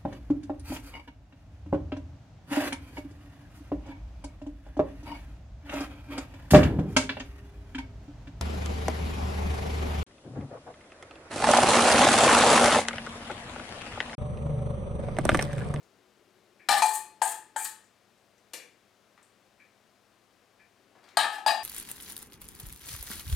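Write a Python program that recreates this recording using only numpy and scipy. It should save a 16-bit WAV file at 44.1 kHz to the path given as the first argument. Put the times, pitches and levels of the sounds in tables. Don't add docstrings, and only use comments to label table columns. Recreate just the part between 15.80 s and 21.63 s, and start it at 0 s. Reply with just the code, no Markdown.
import sys
import numpy as np
from scipy import signal
from scipy.fft import rfft, irfft
from scipy.io import wavfile

SR = 44100
rng = np.random.default_rng(int(sys.argv[2]) if len(sys.argv) > 2 else 0)


def rack_gain(trim_db):
    fader = np.asarray(trim_db, float)
    return 10 ** (fader / 20)


def wav_record(signal):
    frames = np.transpose(np.atleast_2d(signal))
    bounded = np.clip(frames, -1, 1)
    quanta = np.round(bounded * 32767).astype(np.int16)
    wavfile.write(sys.argv[1], SR, quanta)


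N = 257181


def evened(x):
    return x / np.sqrt(np.mean(x ** 2) + 1e-20)


def read(points, hz):
    f, value = np.transpose(points)
    return np.interp(np.log(hz + 1), np.log(f + 1), value)


def add(mix, s, sound):
    part = mix[round(s * SR):][:len(sound)]
    part += sound[:len(part)]


def coloured(x, points):
    gain = rack_gain(read(points, np.fft.rfftfreq(x.shape[-1], 1 / SR)))
    return irfft(rfft(x) * evened(gain), x.shape[-1])


def burst(points, t60, rise=0.0022):
    t = np.arange(SR // 4) / SR
    fall = rack_gain(-60 * t / t60)
    return coloured(rng.standard_normal(len(t)), points) * fall * (1 - np.exp(-t / rise))


# frequency [Hz], level [dB per Hz].
AIR = [(15, -68), (25, -53), (45, -13.5), (108, -14), (170, -8), (200, -7.5), (326, -6.5), (463, -6.5),
       (641, -6.5), (734, -7), (936, -11.5), (1020, -9.5), (5000, -19), (13600, -30), (16000, -36)]


def air_hiss():
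    same = 0.89
    noise = rng.standard_normal((3, N))
    return rack_gain(-66) * coloured(same * noise[0] + np.sqrt(1 - same ** 2) * noise[1:], AIR)


# frequency [Hz], level [dB rms].
HUM = [(96.9, -88), (118.4, -87), (204.6, -83)]


def fridge_hum():
    t = np.arange(N) / SR
    return sum(rack_gain(db + 5.5) * np.sin(2 * np.pi * (hz * t + rng.random())) for hz, db in HUM)


def pipe_drone():
    centre_hz, width_hz = 362, 59
    stop_s, start_s, fade_s = 1.99, 5.03, 0.26
    t = np.arange(N) / SR
    drone = signal.lfilter(*signal.iirpeak(centre_hz, centre_hz / width_hz, SR), rng.standard_normal(N))
    pause = np.clip(np.minimum(t - stop_s, start_s - t) / fade_s + 0.5, 0, 1)
    return rack_gain(-62 - 8.0 - 10.5 * pause) * evened(drone)


# start [s], peak level [dB], centre frequency [Hz], width [octaves], time to fall 60 dB [s].
TOUCHES = [(0.029, -48.5, 5960, 1.6, 0.021), (2.04, -50, 7500, 0.58, 0.036),
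           (2.379, -54, 7970, 0.63, 0.019), (2.58, -51.5, 7040, 1.2, 0.019),
           (3.372, -55, 4540, 1.03, 0.0078), (3.376, -39, 1310, 1.85, 0.023), (3.427, -49, 8500, .8, 0.033),
           (3.445, -52, 7900, 0.74, 0.0093), (5.15, -51.5, 904, 2.3, 0.15),
           (5.185, -51.5, 1480, 1.8, 0.052), (5.23, -53, 980, 2.8, 0.3), (5.24, -43.5, 4520, 1.4, 0.016),
           (5.271, -51, 1580, 2.1, 0.13), (5.286, -42, 4130, 1.7, 0.032), (5.309, -54.5, 1960, 0.94, 0.17)]


def light_touches():
    out = np.zeros(N)
    for s, db, hz, octaves, t60 in TOUCHES:
        peak = [(hz / 4 ** octaves, -30), (hz, 0), (hz * 4 ** octaves, -45)]
        add(out, s, rack_gain(db - 6.0) * burst(peak, t60))
    return out


CLOCK_DB = [-52, -43, -51, -56.5, -56, -53]
# frequency [Hz], level [dB per Hz].
CLOCK = [(820, -43.5), (1400, -17), (1660, -2.5), (1800, -2.5), (2030, -9), (2380, 2), (2500, -1),
         (2810, -20), (3200, -25.5), (4160, -49), (7040, -120)]


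def wall_clock():
    out, first_tick_s = np.zeros(N), 0.7934
    for second, db in enumerate(CLOCK_DB):
        add(out, first_tick_s + second, rack_gain(db) * burst(CLOCK, 0.13, rise=0.005))
    return out


def ring(modes, colour=((1, 0), (2, 0)), rise=0.0036):
    hz, db, t60 = np.transpose(modes)[:, :, None]
    t = np.arange(SR // 2) / SR
    spot, twin, phase = rng.standard_normal((3, len(modes), 1))
    fall_db = 60 * t / np.clip(t60, 0.03, 0.45)
    held = 0.87 * rack_gain(-1.2 * fall_db)
    twin_hz = hz + 9.76 * twin
    pair = np.sin(2 * np.pi * hz * t) + held * np.sin(2 * np.pi * twin_hz * t + 0.3 * phase)
    level_db = db - db.max() + read(colour, hz) - 0.3 * spot
    return (rack_gain(level_db - fall_db) * pair).sum(0) * (1 - np.exp(-t / rise))


# frequency [Hz], level [dB], time to fall 60 dB [s].
RAISED = [(682, -14.5, 0.11), (761, -10.5, .3), (805, -3, 0.2), (927.3, -12.5, .3), (1183, -12.5, 0.1),
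          (1516, -14.5, .2), (1654, -14.5, .22), (2197, -23, 0.39), (2358, -14, 0.39), (3094, -14.5, .3),
          (3850, -11, 0.054), (4110, -6, .12), (5400, -8, .1), (6910, -18, 0.09)]
TIPPED = [(711, -12, .3), (741, -13, .25), (826, -11, .22), (867, 0, .43), (1272, -15, .2),
          (1803, -20, .45), (2379, -14, .33), (2515, -11, .31), (3230, -22, .22), (4226, -22, .45),
          (4727, -28, .4), (5534, -28, .3), (6223, -24, .35), (6304, -25, .35)]
TIPPED_LOW = [(683, -9, .28), (772, -13, .22), (867, 0, .39), (1502, -17, .2), (1588, -13, .3),
              (1658, -17, .35), (1762, -17, .3), (2207, -26, .3), (3009, -20, .15), (3408, -29, .4),
              (4237, -30, .15), (6438, -18, .1), (6643, -25, .29)]
TIPPED_EDGE = [(702, -13, .2), (872, 0, .42), (1282, -22, .5), (1450, -12, .12), (1585, -11, .3),
               (1735, -13, .25), (1804, -14, .3), (2137, -25, .3), (3100, -19, .22), (3483, -24, .4),
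               (4240, -18, .15), (4750, -22, .2)]
UPRIGHT = [(688, -3, 0.22), (792, -8, 0.15), (835, 2, 0.24), (847, -1.5, .44), (1178, -5.5, 0.31),
           (1277, -4, 0.28), (1611, -5, 0.3), (1800, -19, 0.11), (2520, -13, 0.23), (3170, -9.5, .22),
           (3660, -3.5, 0.029), (4193, -10.5, 0.1), (4760, -11, 0.077), (8630, -7.5, 0.052)]
CARRIED = [(682, -2, .26), (750, -10, .3), (868, 0, .38), (1230, -12, .2), (1286, -14, .3), (1680, -8, .12),
           (1788, -12, .33), (2495, -12, .2), (2895, -15, .2), (3397, -15, .25), (4280, -22, .4),
           (4790, -6, .36), (5970, -25, .28)]
# start [s], the tones that ring from then on.
GRIPS = [
    (.88, RAISED),
    (1.01, TIPPED),
    (1.41, TIPPED_LOW),
    (1.75, TIPPED_EDGE),
    (5.36, UPRIGHT),
    (5.65, CARRIED),
]


def grip(s):
    return [row for row in GRIPS if row[0] <= s][-1]


def crowd(points, t60, rise=0.0015):
    x = burst(points, t60, rise)
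    return x / np.linalg.norm(x)


def click(points):
    return coloured(np.eye(1, 128, 64)[0], points)


# frequency [Hz], level [dB per Hz].
SHEEN = [(1940, -34.5), (3300, -3.5), (4010, -22.5), (4350, -10.5), (4440, -1), (4820, -31.5),
         (5300, -25.5), (6270, 0.5), (7230, 8.5), (8790, 12), (14500, -21.5), (16600, -31)]
BODY = [(180, -65), (300, -36.5), (508, -33), (824, 3.5), (1020, -13.5), (1230, 3.5), (1380, -36.5),
        (1730, 5), (1990, -14), (3050, -9.5), (4810, -14), (5240, -19.5), (9000, -41), (11700, -68.5),
        (19800, -120)]
FIZZ = [(2500, -23), (5000, -11), (12500, 4), (16000, -7.5)]


def scrape(start, lift, skid_db, flick_db, bright_db):
    t = np.arange(SR // 4) / SR
    after = t - (lift - start)
    chatter = evened(rng.standard_normal(len(t)) * rack_gain(2.8 * np.minimum(rng.exponential(1, len(t)), 4)))
    clumps = np.interp(t, np.arange(100) * 0.0054, rng.standard_normal(100))
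    chatter *= rack_gain(4 * clumps)
    chatter *= 1 - np.exp(-t / 0.004)
    chatter *= rack_gain(-543 * np.maximum(after, 0))
    skid = rack_gain(skid_db - 190 * t)
    flick = rack_gain(flick_db + 168.5 * np.minimum(after, 0))
    shell = ring(grip(start)[1])
    out = np.zeros(SR)
    add(out, 0, rack_gain(skid_db + bright_db + 25) * crowd(SHEEN, 0.079))
    # level in dB, extra dB for the flick, what is set ringing
    layers = ((bright_db - 5.5, 3, click(SHEEN)),
              (-12.5, 0, shell / np.linalg.norm(shell)),
              (-8.5, -1.5, crowd(BODY, 0.058)),
              (bright_db - 17, 8, click(FIZZ)))
    for db, extra_db, ringing in layers:
        push = chatter * rack_gain(db) * np.hypot(skid, rack_gain(extra_db) * flick)
        add(out, 0, signal.fftconvolve(push, ringing))
    return out


def radiated(x):
    t = np.arange(N) / SR
    shell = signal.sosfilt(signal.butter(10, 625, "high", fs=SR, output="sos"), x)
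    tipped = signal.lfilter(*signal.butter(2, [230, 650], "band", fs=SR), x)
    upright = signal.lfilter(*signal.butter(2, [190, 341.4], "band", fs=SR), x)
    is_tipped = (t > 1.01) & (t < 2.6)
    return shell + np.where(is_tipped, rack_gain(-5) * tipped, rack_gain(-8) * upright)


# start [s], peak level [dB], then relative to it belly ring [dB],
# rim ring [dB] and dry crack [dB].
BLOWS = [(0.8872, -19, 5, -7, 9.5), (0.9070, -29, -3.5, 12, 9), (0.922, -21, 3, -18, 8),
         (0.972, -31.5, -1, -6, 9), (1.0205, -14.5, 1, -1, -0.5), (1.4172, -19.5, 0, -5, 0.5),
         (1.514, -40.5, -28, -10, 6.5), (1.7609, -24, -5, -31, -4), (1.849, -35.5, -29.5, -2, 6.5),
         (5.37, -19, -12.5, 5, 6.5), (5.4386, -21, -3, -19, 5.5), (5.5751, -35.5, -1.5, -12, 6.5),
         (5.6622, -27, 5, 1.5, 8.5), (5.7030, -35.5, 1, -5, 19.5), (5.742, -37, 3, -16, 10)]
# frequency [Hz], level [dB per Hz].
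CRACK = [(88, -72.5), (150, -30.5), (411, -7.5), (686, -5), (836, 12.5), (1060, -18.5), (1700, -3.5),
         (2110, -22.5), (2430, -14), (2730, -18), (4220, -16.5), (6260, -23), (8420, -21.5), (14300, -30.5),
         (16800, -48.5)]
# start [s], lift [s], skid level [dB], flick level [dB], brightness [dB].
STROKES = [
    (0.889, 0.987, -15.5, -23, -13.5),
    (1.022, 1.156, -31.5, -36, 3),
    (1.42, 1.518, -30.5, -42, 4),
    (1.763, 1.852, -39.5, -42.5, 7),
    (5.373, 5.432, -16.5, -53, -15.5),
    (5.46, 5.553, -44, -33, -19.5),
    (5.664, 5.675, -18, -18.5, -19),
]


def bowl():
    tones, clatter = np.zeros((2, N))
    for s, db, belly_db, rim_db, crack_db in BLOWS:
        start, modes = grip(s)
        first = s - start < 0.015
        rise = 0.0007 if first else 0.009
        colour = [(950, belly_db), (1150, 0), (3300, 0.017), (3800, rim_db + 7.0)]
        crack = CRACK
        if not first:
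            crack = [(hz, level + read(colour, hz)) for hz, level in CRACK]
        add(tones, s, rack_gain(db - 4.5) * ring(modes, colour, rise=2 * rise))
        add(clatter, s, rack_gain(db + crack_db + 1.0) * burst(crack, 0.037 + 4 * rise, rise))
    for row in STROKES:
        add(clatter, row[0], scrape(*row))
    return radiated(tones), radiated(clatter)


# centre time [s], peak level [dB], frequency [Hz].
THUMPS = [
    (0.889, -55, 70),
    (0.91, -46, 310),
    (1.022, -38, 525),
    (1.421, -36.5, 627),
    (1.764, -40, 580),
    (5.375, -67, 210),
    (5.455, -49, 247),
    (5.672, -54, 290),
]


def thumps():
    out, t = np.zeros(N), np.arange(-800, 800) / SR
    width_s = np.where(t < 0, 0.58 * 0.006, 0.006)
    for s, db, hz in THUMPS:
        add(out, s - 800 / SR, rack_gain(db) * np.exp(-(t / width_s) ** 2) * np.cos(2 * np.pi * hz * t))
    return signal.lfilter(*signal.butter(1, 25, "high", fs=SR), out)


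# frequency [Hz], level [dB per Hz].
SNAP = [(180, -43), (330, -15), (450, -3.5), (900, -14.5), (2450, -6), (4120, -11.5), (7000, -7.5),
        (12900, -13.5), (16600, -38)]


def foil_snap():
    out, s, db, t60 = np.zeros(N), 2.7338, -28, 0.037
    add(out, s, rack_gain(db) * burst(SNAP, t60, rise=0.0024))
    add(out, s + 0.008, rack_gain(db - 6) * burst(SNAP, t60, rise=0.0035))
    return out


# frequency [Hz], time to fall 60 dB [s].
KITCHEN = [(200, 1), (700, 0.35), (2000, 0.47), (5000, 0.37), (9000, 0.33), (15000, 0.25)]


def kitchen(x):
    same = 0.87
    taps = np.zeros((3, SR))
    at = np.arange(120, SR - 20, 20) + rng.integers(0, 20, (3, (SR - 121) // 20))
    np.put_along_axis(taps, at, rng.choice([-1., 1.], at.shape), 1)
    sides = same * taps[0] + np.sqrt(1 - same ** 2) * taps[1:]
    hz, t, z = signal.stft(sides, SR, nperseg=256)
    tail = signal.istft(z * rack_gain(-60 * t / read(KITCHEN, hz)[:, None]), SR, nperseg=256)[1]
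    return signal.fftconvolve(x[None], tail / np.linalg.norm(tail[0]), axes=1)[:, :N]


def scene():
    air = air_hiss() + fridge_hum() + pipe_drone()
    small = light_touches() + wall_clock() + foil_snap()
    tones, clatter = bowl()
    room = kitchen(rack_gain(-10) * tones + rack_gain(-3.0) * clatter + rack_gain(0.5) * small)
    return rack_gain(-1.5) * tones + rack_gain(-0.5) * clatter + small + thumps() + room + air


def roll_off(x):
    return signal.sosfilt(signal.butter(12, 17760, fs=SR, output="sos"), x)


def record(dry):
    edge = signal.firwin(255, 16750, window=("kaiser", 9), fs=SR)[None]
    left_right_db = np.array([[3], [-4.5]])
    mix = signal.oaconvolve(dry, edge, "same") * rack_gain(left_right_db)
    return roll_off(mix)


dry = scene()
out = record(dry)
wav_record(out)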